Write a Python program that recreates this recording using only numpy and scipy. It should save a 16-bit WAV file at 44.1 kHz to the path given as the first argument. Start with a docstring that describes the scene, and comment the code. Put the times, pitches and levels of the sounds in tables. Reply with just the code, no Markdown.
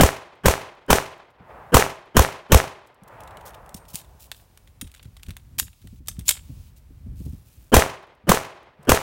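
"""Over light wind and a faint rustle, six pistol shots ring out at an outdoor range.
Each is a dull swell, then pressure waves and crackle that overload the microphone, a slap off an
earth berm, echoes and a roll of fading noise from the woods; spent brass ticks down in dry grass.
A magazine change follows, made of noise clicks, steel rings, scrapes and rattle; then three slower shots.
Gain control ducks under the loud peaks, then lets the far roll swell up again."""
import sys
import numpy as np
from scipy import signal
from scipy.fft import rfft, irfft, next_fast_len
from scipy.io import wavfile
from scipy.ndimage import uniform_filter1d, minimum_filter1d

SR = 44100
rng = np.random.default_rng(int(sys.argv[2]) if len(sys.argv) > 2 else 0)


def generate_wav(sig):
    """Save sig (samples, or channels by samples) to the path in sys.argv[1] as 16-bit PCM at SR."""
    pcm = np.round(np.clip(np.atleast_2d(sig).T, -1, 1) * 32767).astype(np.int16)
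    wavfile.write(sys.argv[1], SR, pcm)


N = 397782
TIME = np.arange(N) / SR
DUCK_DB = 16   # shots are raised by this much; the gain control ducks by this much at most

# All levels in the tables are relative; later steps scale or vary many of them.
# The shots and how strong their parts are:
# [t/s, strength/dB, lead-in swell/dB, thump/dB, first boom/dB, second boom/dB]
SHOT_TABLE = [(.0078, 1, 13, 3.5, -0.5, 6), (0.4566, 0, -1, -5.5, 1, 0.5), (0.9027, 1, 0.5, -4, -1, -5.5),
              (1.7419, 4.5, 5, -15, 6.5, -4), (2.1665, 1, 1, -2.5, 4.5, 8), (2.519, 2, -2, 0.5, 7.5, 13),
              (7.7402, 4, 11.5, -1.5, 3, 8), (8.291, 0.5, 0, 3, -4, -18), (8.892, 1.5, 3.5, -1, -2, 0)]
# How long grass and brush ring at each pitch [f/Hz, time to fall 60 dB/s]
BRUSH_RING_TIMES = [(100, 0.58), (300, 0.1), (800, 0.48), (2000, .36), (5000, .3), (12000, .23)]
# Treble colour of a click [f/Hz, level/dB]
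CLICK_TREBLE_COLOUR = [(1000, -16.5), (3500, -7), (5000, -3.5), (8500, 1), (12000, -2.5), (14500, -3),
                       (16000, -4)]


def from_db(db):
    """Decibels to gain."""
    return 10 ** (np.asarray(db) / 20)


def at_hz(points, hz):
    """Read a table on a log-frequency axis."""
    f, value = np.transpose(points)
    return np.interp(np.log(np.maximum(hz, 1)), np.log(f), value)


def gain_curve(rows, t):
    """Read a table of [t/s, level/dB] as a gain."""
    return from_db(np.interp(t, *np.transpose(rows)))


def add(out, s, sound):
    """Mix a sound in from time s on."""
    i = round(s * SR)
    part = sound[max(-i, 0):N - i]
    out[max(i, 0):max(i, 0) + len(part)] += part


def noise(spectrum, size):
    """Coloured noise with an average strength (rms) of 1 and nothing below 33 Hz."""
    n = next_fast_len(size)
    hz = np.arange(n // 2 + 1) * SR / n
    white = rfft(rng.standard_normal(n))
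    x = irfft(white * from_db(at_hz(spectrum, hz)) * (hz > 33), n)[:size]
    return x / x.std()


def fade(t, t60):
    """Exponential decay by 60 dB in t60 seconds."""
    return np.exp(-np.log(1000) * t / max(t60, 1e-4))


def bump(t, centre, width):
    """A smooth rise and fall of height 1."""
    return np.exp(-((t - centre) / width) ** 2)


def lumps(size, per_s, depth_db):
    """A gain that wavers at random, per_s times a second, with an rms of 1."""
    along = TIME[:size] * per_s
    knots = rng.standard_normal(size // 20 + 2)
    gain = from_db(depth_db * np.interp(along, np.arange(len(knots)), knots))
    return gain / np.sqrt(np.mean(gain ** 2))


def ring(hz, t60):
    """A damped sine; with few cycles it is a single pressure wave."""
    t = TIME[:SR // 3]
    return np.sin(2 * np.pi * hz * t) * fade(t, t60)


def boom(hz, t60, rise):
    """A low heave of a few cycles with a soft start."""
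    return ring(hz, t60) * (1 - np.exp(-TIME[:SR // 3] / rise))


def waves(paths, cycles):
    """One short pressure wave per path, a little different on every shot."""
    out = np.zeros(N)
    for (delay, db, hz), (loud, wide) in zip(paths, rng.standard_normal((len(paths), 2))):
        wave = ring(hz * np.exp(.09 * wide), cycles / hz)
        add(out, delay, from_db(db + 1.5 * loud) * wave)
    return out[:SR]


def wash(spectrum, t60s, start, rise, size):
    """Countless small reflections: noise that builds up, then dies at its own pace in each octave."""
    t = np.maximum(TIME[:size] - start, 0)
    whole = rfft(noise(spectrum, size))
    hz = np.arange(len(whole)) * SR / size
    octave = np.clip(np.log2(np.maximum(hz, 1) / 110), 0, 7)   # octaves above 110 Hz
    total = 0
    for k in range(8):
        band = irfft(whole * np.maximum(1 - abs(octave - k), 0), size)
        total = total + band * fade(t, at_hz(t60s, 110 * 2 ** k))
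    return total * (1 - np.exp(-(t / rise) ** 2))


def wind():
    """Low rumble on the microphone; each buffet is a puff of air inside a brief gust."""
    # low buffets of air on the microphone [t/s, peak level/dB]
    buffets = [(4.824, -29), (5.055, -35.5), (5.284, -27.5), (5.574, -32), (5.62, -28), (5.843, -27),
               (5.926, -28.5), (6.004, -34), (6.184, -27.5), (6.494, -27.5), (6.57, -37), (6.904, -38.5),
               (7.061, -30.5), (7.117, -35.5), (7.204, -27.5), (7.26, -22), (7.331, -32)]
    # rumble between buffets [t/s, level/dB]
    breeze = [(2.9, -62), (3.65, -52), (4.62, -56.5), (5.08, -47.5), (5.89, -47), (5.99, -41.5),
              (6.87, -49), (7.22, -39.5), (7.42, -52), (7.7, -52)]
    # colour of the rumble [f/Hz, level/dB]
    rumble_colour = [(12, -42), (20, -9.5), (43, 3.5), (75, 4), (286, -23), (484, -42), (524, -39.5),
                     (780, -48.5), (900, -44), (1170, -69), (1980, -120)]
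    puff_colour = [(20, -24.5), (45, -7.5), (90, 5), (220, -2.5), (450, -22.5), (1200, -51.0), (4000, -55.0)]
    gust_db, gust_lag_s, gust_width_s = -15, .02, 0.035   # gust level is relative to its buffet
    flow = gain_curve(breeze, TIME) * lumps(N, per_s=19, depth_db=2.5)
    out, t = np.zeros(N), TIME[:SR // 8]
    for s, db in buffets:
        flow = flow + from_db(db + gust_db) * bump(TIME, s + gust_lag_s, gust_width_s)
        puff = noise(puff_colour, len(t))
        add(out, s, from_db(db) * puff * fade(t, 0.096) * (1 - np.exp(-t / 0.0034)))
    return out + flow * noise(rumble_colour, N)


def rustle(handling):
    """A faint steady rustle of dry grass, and a hiss that hangs on after each sharp sound of the gun."""
    # colour of rustle and hiss [f/Hz, level/dB]
    colour = [(530, -25), (900, -2), (2020, -14), (2250, -3), (4800, -4), (5750, -4), (15100, -6.5),
              (16000, 3)]
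    floor_db, hiss_db, hold_s = -69, -58, 0.394
    follows = .42   # share of the handling's level in dB that the hiss follows
    size = int(hold_s * SR)
    loudest = -minimum_filter1d(-abs(handling), size, origin=(size - 1) // 2, mode="constant")
    hiss = from_db(hiss_db) * uniform_filter1d(loudest ** follows, size=512)
    return np.hypot(from_db(floor_db), hiss) * noise(colour, N)


def still_air():
    """A faint, steady background of coloured noise."""
    # colour of the still air [f/Hz, level/dB]
    colour = [(20, -15), (60, 10), (120, 9.5), (300, 0.5), (800, -4.5), (2000, -9.5), (6000, -19.5),
              (16000, -16.5)]
    return from_db(-63.5) * noise(colour, N)


def swell(level_db, depth_db):
    """A dull swell of noise leads into the crack over some twenty milliseconds."""
    # colour of the swell [f/Hz, level/dB]
    colour = [(80, -11), (200, 4), (450, 1.5), (800, -12), (1350, -13.5), (1650, -10.5), (1950, -25),
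              (2700, -26.5), (3100, -14), (3500, -37.5), (4500, -36), (16000, -40.5)]
    size = SR // 42
    along = np.linspace(0, 1, size)
    loudness = from_db(level_db - depth_db * (1 - along))
    return loudness * noise(colour, size) * signal.windows.tukey(size, .1)


def crackle():
    """Bright noise of the overload: a sharp crack, a sizzle that dies, and a burst with the slap."""
    # colour of the crackle [f/Hz, level/dB]
    colour = [(120, 13), (300, 13), (600, 8), (1100, 14), (2000, 4.5), (3200, 3.5), (4900, -2.5),
              (5700, 3.5), (9000, 0.5), (10300, -1), (12500, 0), (16000, -2.5)]
    t = TIME[:SR // 20]
    crack = from_db(-5) * fade(t, t60=.009)
    sizzle = from_db(-9.5) * fade(t, t60=0.11)
    onset = 1 - np.exp(-(t / 0.0013) ** 2)
    burst = from_db(-10.5) * bump(t, centre=.028, width=0.0019)
    return ((crack + sizzle) * onset + burst) * noise(colour, len(t))


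def blast():
    """The muzzle blast's pressure waves and their slap off the berm, covered in crackle."""
    # the blast and its bounces off the ground nearby [delay/s, level/dB, centre f/Hz]
    bounces = [(.0004, -10.5, 800), (.0023, 3, 520), (.0043, -6, 780), (.006, -7, 326.4)]
    slap_s, slap_db, slap_pitch_ratio = .0245, 5.5, 1.5
    out = waves(bounces, cycles=2.9)
    # the berm throws the whole blast back, a little thinner
    thinner = [(delay, db, hz * slap_pitch_ratio) for delay, db, hz in bounces]
    add(out, slap_s, from_db(slap_db) * waves(thinner, cycles=3.6)[:SR // 2])
    add(out, 0, crackle())
    return out


def thump():
    """The chesty part of the blast: a low heave whose pitch varies from shot to shot."""
    return boom(177 * rng.uniform(.85, 1.2), t60=0.037, rise=0.0045)


def brush():
    """Uneven scatter from the grass and brush around the berm."""
    # colour of the scatter [f/Hz, level/dB]
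    colour = [(25, -24.5), (70, -15), (170, -6.5), (270, -11.5), (400, 2.5), (680, -7.5), (1000, -8.5),
              (1600, -9.5), (2100, -11), (2700, -11.5), (4800, -16.5), (6000, -12.5), (10000, -15.5),
              (16000, -20.5)]
    size = SR // 2
    scatter = wash(colour, BRUSH_RING_TIMES, start=0.024, rise=.003, size=size)
    return from_db(-16.5) * scatter * lumps(size, per_s=180, depth_db=3.0)


def hollow():
    """The bay in front of the berm rings faintly at several pitches."""
    # pitches that the hollow holds for a moment [f/Hz, level/dB, time to fall 60 dB/s]
    pitches = [(394, -32.5, 0.49), (498, -34.5, 0.17), (535, -28.5, .3), (601, -33.5, 0.15),
               (654, -30.5, 0.46), (820, -34.5, 0.37), (1062, -35, .28), (1309, -35, 0.35),
               (1880, -39, 0.14)]
    return sum(from_db(db) * rng.choice([-1, 1]) * ring(hz, t60) for hz, db, t60 in pitches)


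def trunks(count):
    """Weaker echo paths from trunks, fewer and fainter with distance: [delay/s, level/dB, centre f/Hz]."""
    near_s, far_s = 0.054, 0.18
    near_db, fall_db_per_s, centre_hz = -18, 106, 810
    early, loud, wide = rng.standard_normal((count, 3)).T
    delay = np.geomspace(near_s, far_s, count) * np.exp(.04 * early)
    db = near_db - fall_db_per_s * (delay - near_s) + 2 * loud
    return list(zip(delay, db, centre_hz * np.exp(0.26 * wide)))


def trees():
    """The nearer roll: many small reflections that die within about a second."""
    # colour of the roll [f/Hz, level/dB]
    colour = [(20, -37.5), (60, -18), (150, -15.5), (230, -17), (350, -9), (600, -3.5), (1000, -3),
              (1500, -9.5), (2500, -11.5), (6000, -22), (14000, -31.5)]
    # how long it rings [f/Hz, time to fall 60 dB/s]
    ring_times = [(100, 1.8), (700, 0.85), (2000, 0.93), (5000, .65), (12000, 0.37)]
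    return from_db(-35.0) * wash(colour, ring_times, start=.08, rise=0.031, size=SR * 3 // 2)


def steel():
    """Each contact rings the gun's parts with other strengths; the grip damps them and shifts their pitch."""
    # ringing parts of the gun, before random changes [f/Hz, level/dB, time to fall 60 dB/s]
    parts = [(1875, -20, .03), (2260, -9.5, 0.029), (3330, 1, 0.038), (3730, 9.5, 0.022),
             (5510, 0.5, 0.045), (7000, -4.5, 0.077), (8700, -2, 0.02), (9000, -6.5, 0.12),
             (10700, -11, .04), (13500, -8, .03)]
    out = 0
    for hz, db, decay in parts:
        strength = from_db(db + rng.normal(0, 4)) * rng.choice([-1, 1])
        out = out + strength * ring(hz * rng.uniform(.94, 1.06), min(decay, .06))
    return out


def contact(body_db, treble_db, t60):
    """One hard contact: a knock, a grainy snap and a brief ring of steel that grows with both."""
    # body colour of a click [f/Hz, level/dB]
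    body_colour = [(200, -35.5), (600, -2), (1500, 3.5), (3300, 7), (4500, -0.5), (7000, -38), (16000, -47)]
    t = TIME[:SR // 10]
    body = from_db(body_db) * noise(body_colour, len(t))
    treble = from_db(treble_db) * noise(CLICK_TREBLE_COLOUR, len(t))
    snap = (body + treble) * fade(t, t60) * lumps(len(t), per_s=980, depth_db=5.5)
    # the treble sets 0.43 of the ring's level in dB, the body the rest
    ring_db = -17.5 + body_db + 0.43 * (treble_db - body_db)
    return snap + from_db(ring_db) * steel()[:len(t)]


def casings():
    """Faint bright ticks as each spent casing bounces in the dry grass."""
    flight_s, scatter_s, body_db, treble_db = .27, 0.3, -66, -45
    out = np.zeros(N)
    for s, *_ in SHOT_TABLE:
        for late, loud in zip(rng.random(3), rng.normal(0, 2.7, 3)):
            landing = min(s + flight_s + scatter_s * late, N / SR)
            add(out, landing, contact(body_db + loud, treble_db + loud, t60=.025))
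    return out


def woods():
    """The far roll: reflections that build up slowly and die over seconds."""
    # colour of the roll [f/Hz, level/dB]
    colour = [(20, -28.5), (60, -7), (120, -9), (250, -18.5), (450, -6.5), (900, 2.5), (1400, -5.5),
              (2500, -15), (4000, -27), (7000, -43.5), (16000, -51.5)]
    # how long it rings [f/Hz, time to fall 60 dB/s]
    ring_times = [(100, 4.3), (700, 2.22), (2000, 2), (6000, 0.98)]
    return from_db(-43.0) * wash(colour, ring_times, start=0.43, rise=0.62, size=SR * 4)


def far_thump():
    """A distant slope sends back only a dull, smeared thud."""
    colour = [(40, -13.5), (110, 1.5), (200, 3.0), (300, -20.5), (450, -25), (1200, -49.0), (4000, -64.5)]
    t = TIME[:SR // 6]
    thud = noise(colour, len(t))
    return from_db(-44) * thud * fade(t, 0.1) * (1 - np.exp(-t / 0.0029))


def pistol():
    """Every shot takes the same paths, so its echoes are largely alike."""
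    # distinct echoes from the banks [delay/s, level/dB, centre f/Hz]
    bank_echoes = [(.047, -12, 650), (.0515, -9.5, 450), (0.0807, -11.5, 711), (0.0825, -1, 1570),
                   (.0985, -14, 750), (.1225, -14.5, 774), (0.1545, -23.5, 806)]
    out, same_brush = np.zeros(N), brush()
    paths = bank_echoes + trunks(count=12)
    near_roll, far_roll = trees(), woods()
    for s, shot_db, swell_db, thump_db, first_db, second_db in SHOT_TABLE:
        strength = from_db(shot_db)
        add(out, s - .022, from_db(swell_db) * swell(level_db=-15, depth_db=22))
        add(out, s, strength * blast())
        add(out, s + .006, from_db(thump_db) * thump())
        # the bass heaves after the blast and again after the slap
        add(out, s + .0085, from_db(first_db) * boom(hz=79.6, t60=0.032, rise=.002))
        add(out, s + .0315, -from_db(second_db) * boom(hz=67, t60=0.051, rise=0.0057))
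        add(out, s, strength * (0.73 * same_brush + 0.42 * brush()))
        add(out, s + .03, strength * hollow())
        add(out, s, strength * waves(paths, cycles=3.5))
        add(out, s, near_roll * lumps(len(near_roll), per_s=80, depth_db=2.0))
        far_gain = lumps(len(far_roll), per_s=20, depth_db=2.5)
        add(out, s + rng.uniform(0, 0.0051), far_roll * far_gain)
        add(out, s + .499, far_thump())
    return from_db(DUCK_DB) * out


def clicks():
    """Hard contacts of magazine, slide and holster."""
    # clicks and clacks [t/s, body level/dB, treble level/dB]
    click_table = [(2.8716, -59.5, -33), (3.2357, -68, -48), (3.3714, -44, -47), (3.692, -53, -45),
                   (3.744, -47, -29.5), (3.9452, -52, -30), (3.9556, -46.5, -26.5), (4.316, -27.5, -29.5),
                   (4.5745, -52, -47.5), (4.674, -47.5, -50.5), (4.8125, -29.5, -24), (4.9484, -48, -46),
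                   (4.9952, -38.5, -70), (5.0284, -49, -42), (5.232, -41.5, -40), (5.306, -40, -42.5),
                   (5.367, -39, -40), (5.5847, -28, -26), (5.5927, -22, -10), (5.5981, -19.5, -9.5),
                   (5.824, -54, -55), (6.073, -52, -32), (6.0839, -28, -16), (6.1925, -48.5, -33.5),
                   (6.2816, -28.5, -16.5), (6.2899, -21, -3.5), (6.3071, -18.5, -9.5)]
    out = np.zeros(N)
    for s, body_db, treble_db in click_table:
        add(out, s, contact(body_db, treble_db, t60=0.027))
    return out


def scrapes():
    """Cloth and steel sliding: gritty strokes that catch quickly and ease off."""
    # the strokes [t/s, length/s, level/dB]
    strokes = [(3.077, .014, -45), (3.452, 0.055, -43), (3.761, .03, -43.5), (3.882, 0.05, -46),
               (3.932, 0.096, -39), (4.193, 0.09, -48), (4.339, 0.13, -56.5), (5.583, 0.029, -21.5),
               (6.254, 0.077, -37.5), (6.277, 0.053, -26.5), (6.76, 0.042, -54), (7.153, 0.35, -56.5),
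               (7.442, 0.35, -59)]
    colour = [(900, -40), (2500, 2), (5000, 2), (9000, 3), (16000, 5)]
    out = np.zeros(N)
    for s, length, db in strokes:
        along = np.minimum(TIME[:SR // 2] / length, 1)
        stroke = np.sin(np.pi * np.sqrt(along))
        grit = noise(colour, len(along)) * lumps(len(along), per_s=540, depth_db=4.0)
        add(out, s, from_db(db) * stroke * grit)
    return out


def rattle():
    """Small chance contacts of cartridges and magazine."""
    # spells of loose rattle while the magazine is handled [start t/s, end t/s, ticks per s, level/dB]
    spells = [(3.199, 4.15, 18, -54.5), (4.84, 5.375, 45, -52), (5.623, 6.247, 22, -55.5),
              (6.32, 6.396, 50, -46.5)]
    spread_db = 7.5
    out = np.zeros(N)
    for start, end, per_s, db in spells:
        for _ in range(round((end - start) * per_s)):
            # one shared change of level, and a smaller one each for body and treble
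            change = rng.uniform(-1, 1) + .5 * rng.uniform(-1, 1, 2)
            body_db, treble_db = db + spread_db * change
            add(out, rng.uniform(start, end), contact(body_db, treble_db, t60=0.03))
    return out


def pings():
    """Parts left ringing by a contact: damped sines."""
    # the ringing parts [t/s, f/Hz, level/dB, time to fall 60 dB/s]
    ping_table = [(3.745, 8700, -50, 0.34), (4.813, 9250, -37.5, 0.093), (6.085, 6280, -32.5, 0.07),
                  (6.282, 7080, -9.5, .033)]
    out = np.zeros(N)
    for s, hz, db, t60 in ping_table:
        add(out, s, from_db(db) * ring(hz, t60))
    return out


def handling_echo():
    """The berm's answer to a single click: a short wash and two distinct echoes."""
    size = SR // 2
    field = wash(CLICK_TREBLE_COLOUR, BRUSH_RING_TIMES, start=.004, rise=.004, size=size)
    field = from_db(-44.0) * field * fade(TIME[:size], t60=.9)
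    add(field, .03, from_db(-29) * ring(3500, 0.00093))
    add(field, .083, from_db(-32.5) * ring(2300, 0.00085))
    return field


def reload():
    """Clicks, scrapes, rattle and pings of the gun, echoed by the berm, without bass."""
    direct = clicks() + scrapes() + rattle() + pings()
    echoed = direct + signal.fftconvolve(direct, handling_echo())[:N]
    # small parts give off no bass: cut below 400 Hz
    return signal.sosfilt(signal.butter(3, 400, "high", fs=SR, output="sos"), echoed)


def knocks():
    """Soft, heavy contacts ring for only a few cycles."""
    # dull knocks of hand and holster [t/s, f/Hz, level/dB]
    knock_table = [(3.748, 190, -25), (3.943, 160, -24.5), (7.265, 270, -27)]
    out = np.zeros(N)
    for s, hz, db in knock_table:
        add(out, s, from_db(db) * boom(hz, t60=0.032, rise=0.00087))
    return out


def scene():
    """Shots, casings and gun handling over wind, rustle and still air."""
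    handling = reload()
    background = wind() + rustle(handling) + still_air()
    return (background + pistol() + casings() + handling + knocks())[None]


def gain_control(x, threshold_db, hold, recover_db_per_s):
    """The gain drops just ahead of a loud peak, stays down, then creeps back."""
    over = np.clip(20 * np.log10(abs(x) + 1e-9) - threshold_db, 0, DUCK_DB)
    ahead = SR // 40   # samples by which the drop comes early
    size = int(hold * SR) + ahead
    held = -minimum_filter1d(-over, size, origin=(size - 1) // 2 - ahead, mode="constant")
    recovery = recover_db_per_s * TIME
    duck = np.maximum.accumulate(held + recovery) - recovery
    return x * from_db(-uniform_filter1d(duck, size=128))


def record(dry):
    """Gain control, rounded peaks, and the top cut off above 15900 Hz."""
    x = gain_control(dry[0], threshold_db=3.5, hold=0.45, recover_db_per_s=133.0)
    x = x / (1 + (x / .9) ** 4) ** (1 / 4)   # peaks bend over towards 0.9
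    return signal.sosfilt(signal.ellip(10, .1, 90, 15900, fs=SR, output="sos"), x)[None]


dry = scene()
out = record(dry)
generate_wav(out)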